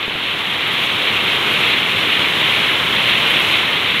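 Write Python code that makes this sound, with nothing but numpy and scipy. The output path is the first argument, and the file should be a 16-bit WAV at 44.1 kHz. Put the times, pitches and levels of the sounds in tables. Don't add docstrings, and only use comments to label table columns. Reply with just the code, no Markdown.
import sys
import numpy as np
from scipy import signal
from scipy.fft import rfft, irfft
from scipy.io import wavfile
from scipy.ndimage import uniform_filter1d, minimum_filter1d

SR = 44100
rng = np.random.default_rng(int(sys.argv[2]) if len(sys.argv) > 2 else 0)


def int16_out(signal):
    q = np.round(np.clip(np.atleast_2d(signal).T, -1, 1) * 32767)
    wavfile.write(sys.argv[1], SR, q.astype(np.int16))


N = 176400

# (frequency [Hz], relative density [dB])
SPLASH_SPECTRUM = [(1000, -51), (1700, -12.5), (2100, -1.5), (3160, 1), (3760, -3.5), (4160, -11.5),
                   (4630, -24.5), (5000, -45.5), (6500, -50), (11000, -120)]
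# (time [s], relative level [dB])
SPRAY_ENVELOPE = [(0, -48.5), (0.3, -44.5), (0.68, -43.5), (0.82, -40), (1.0, -41), (1.65, -38.9),
                  (1.8, -40.5), (2.55, -38.4), (2.85, -39.5), (3.5, -37), (3.75, -41.5), (4, -40.5)]


def from_db(db):
    return 10 ** (np.asarray(db) / 20)


def unit_rms(x):
    return x / np.sqrt(np.mean(x ** 2) + 1e-20)


def gain_curve(rows):
    time_s, db = np.transpose(rows)
    return from_db(np.interp(np.arange(N) / SR, time_s, db))


def drift(corner_hz):
    hop, settle = 40, 2000
    pole = np.exp(-2 * np.pi * corner_hz * hop / SR)
    noise = rng.standard_normal(N // hop + settle + 2)
    slow = signal.lfilter([1], [1, -2 * pole, pole * pole], noise)[settle:]
    return np.interp(np.arange(N) / hop, np.arange(len(slow)), unit_rms(slow))


def coloured(x, spectrum):
    hz, db = np.transpose(spectrum)
    grid_hz = np.maximum(np.fft.rfftfreq(N, 1 / SR), 1)
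    magnitude = from_db(np.interp(np.log(grid_hz), np.log(hz), db))
    cepstrum = irfft(np.log(magnitude), N)
    response = np.exp(rfft(2 * cepstrum[:N // 2], N))
    return unit_rms(irfft(rfft(x) * response, N))


def impacts(per_s, spread_db):
    sizes = from_db(spread_db * np.minimum(rng.exponential(1, N), 5))
    return unit_rms(sizes * rng.choice([-1, 1], N) * (rng.random(N) < per_s / SR))


def with_wash(drops, wash_share):
    return np.sqrt(1 - wash_share) * drops + np.sqrt(wash_share) * rng.standard_normal(N)


def clicks_at(rows):
    time_s, db = np.transpose(rows)
    return np.bincount((time_s * SR).astype(int), from_db(db), N)[:N]


def decay(clicks, decay_s):
    return signal.lfilter([1], [1, -np.exp(-1 / (decay_s * SR))], clicks + 1e-18)


def ring(drive, hz, decay_s):
    radius, angle = np.exp(-1 / (decay_s * SR)), 2 * np.pi * hz / SR
    return signal.lfilter([0, np.sin(angle)], [1, -2 * radius * np.cos(angle), radius ** 2], drive + 1e-18)


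def rain():
    # (time [s], relative level [dB])
    envelope = [(0, -29), (0.6, -26.5), (1.35, -23.5), (1.6, -23), (1.9, -24), (2.45, -23), (2.9, -23),
                (3.45, -22.5), (4, -25.1)]
    # (frequency [Hz], relative density [dB])
    spectrum = [(18, -52), (30, -25.5), (114, -2), (263, -3.5), (420, -2), (744, -6.5), (1070, -1.5),
                (1390, -2.5), (1900, -3), (2470, -9.5), (4180, -120)]
    drops = with_wash(impacts(per_s=3000, spread_db=3), wash_share=0.7)
    return from_db(1) * gain_curve(envelope) * coloured(drops, spectrum)


def spray():
    # (frequency [Hz], relative density [dB])
    spectrum = [(2760, -34), (4700, -3), (5120, -2.5), (8030, -8), (11300, -6), (13800, -9.5), (15600, -16)]
    droplets = with_wash(impacts(per_s=6400, spread_db=2.5), wash_share=0.74)
    flicker = from_db(0.74 * drift(corner_hz=25))
    return from_db(0.5) * gain_curve(SPRAY_ENVELOPE) * coloured(droplets * flicker, spectrum)


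def ticks():
    # (time [s], relative level [dB])
    tick_hits = [(0.396, -38), (0.7337, -24), (0.8344, -29), (1.5313, -27), (2.5474, -35), (3.3039, -23),
                 (3.3982, -23), (3.5139, -33)]
    bandwidth_hz, decay_s = 900, 0.0057
    sizzle = unit_rms(ring(rng.standard_normal(N), hz=11240, decay_s=1 / (np.pi * bandwidth_hz)))
    faint = unit_rms(decay(np.abs(impacts(per_s=70, spread_db=2)), decay_s))
    clear = decay(clicks_at(tick_hits), decay_s)
    return sizzle * (from_db(-8.5) * clear + from_db(-13.5) * gain_curve(SPRAY_ENVELOPE) * faint)


def near_drops():
    # (time [s], relative level [dB])
    slap_hits = [(0.0283, -7.5), (0.032, -14), (0.040, -11), (0.622, -9)]
    # (time [s], relative level [dB])
    pat_hits = [(0.0805, -9), (0.1545, -14)]
    slap_envelope = uniform_filter1d(decay(clicks_at(slap_hits), decay_s=0.0011), size=30)
    slaps = slap_envelope * coloured(rng.standard_normal(N), SPLASH_SPECTRUM)
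    pats = ring(clicks_at(pat_hits), hz=350, decay_s=0.00042)
    return slaps + 2 * pats


def bubbles():
    per_s, low_hz, high_hz, t60_cycles = 300, 1052, 3760, 23
    t = np.arange(N // 100) / SR
    puddle = np.zeros(N + len(t))
    for when, pitch in rng.random((int(per_s * N / SR), 2)):
        hz = low_hz * (high_hz / low_hz) ** pitch
        envelope = from_db(-60 * t * hz / t60_cycles)
        start = int(when * N)
        puddle[start:start + len(t)] += envelope * np.sin(2 * np.pi * hz * t)
    return coloured(puddle[:N], SPLASH_SPECTRUM)


def runoff():
    # (time [s], relative level [dB])
    flow = [(0, -24), (0.2, -22), (0.27, -20.5), (0.38, -22), (0.95, -18), (1.28, -17), (1.45, -18.5),
            (1.63, -15.5), (1.85, -18.5), (2.13, -16), (2.28, -17), (2.48, -15.5), (2.86, -18), (3.1, -16),
            (3.42, -16), (3.55, -18), (3.65, -17.5), (4, -16.5)]
    # (time [s], boost [dB])
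    gushes = [(0.04, 1), (0.65, 1.5), (1.73, 1.5), (3.0, 1.8), (3.13, 2), (3.3, 2), (3.54, 4.5)]
    gush_half_width_s = 0.035
    lump_power = decay(impacts(per_s=790, spread_db=1.5) ** 2, decay_s=0.0029)
    droplets = unit_rms(np.sqrt(lump_power) * impacts(per_s=14000, spread_db=1.15))
    splatter = coloured(with_wash(droplets, wash_share=0.52), SPLASH_SPECTRUM)
    t = np.arange(N) / SR
    gush_db = sum(db * np.exp(-((t - peak_s) / gush_half_width_s) ** 2) for peak_s, db in gushes)
    return gain_curve(flow) * from_db(gush_db - 0.22) * (splatter + from_db(-10.5) * bubbles())


def scene():
    return (rain() + spray() + near_drops() + ticks() + runoff())[None]


def record(dry):
    ceiling, cutoff_hz = 0.7, 15720
    gain = np.minimum(1, ceiling / (np.abs(dry) + 1e-9))
    held_gain = minimum_filter1d(gain, size=177)
    smooth_gain = uniform_filter1d(uniform_filter1d(held_gain, size=89), size=89)
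    lowpass = signal.ellip(12, 0.1, 90, cutoff_hz, fs=SR, output="sos")
    return signal.sosfilt(lowpass, smooth_gain * dry)


dry = scene()
out = record(dry)
int16_out(out)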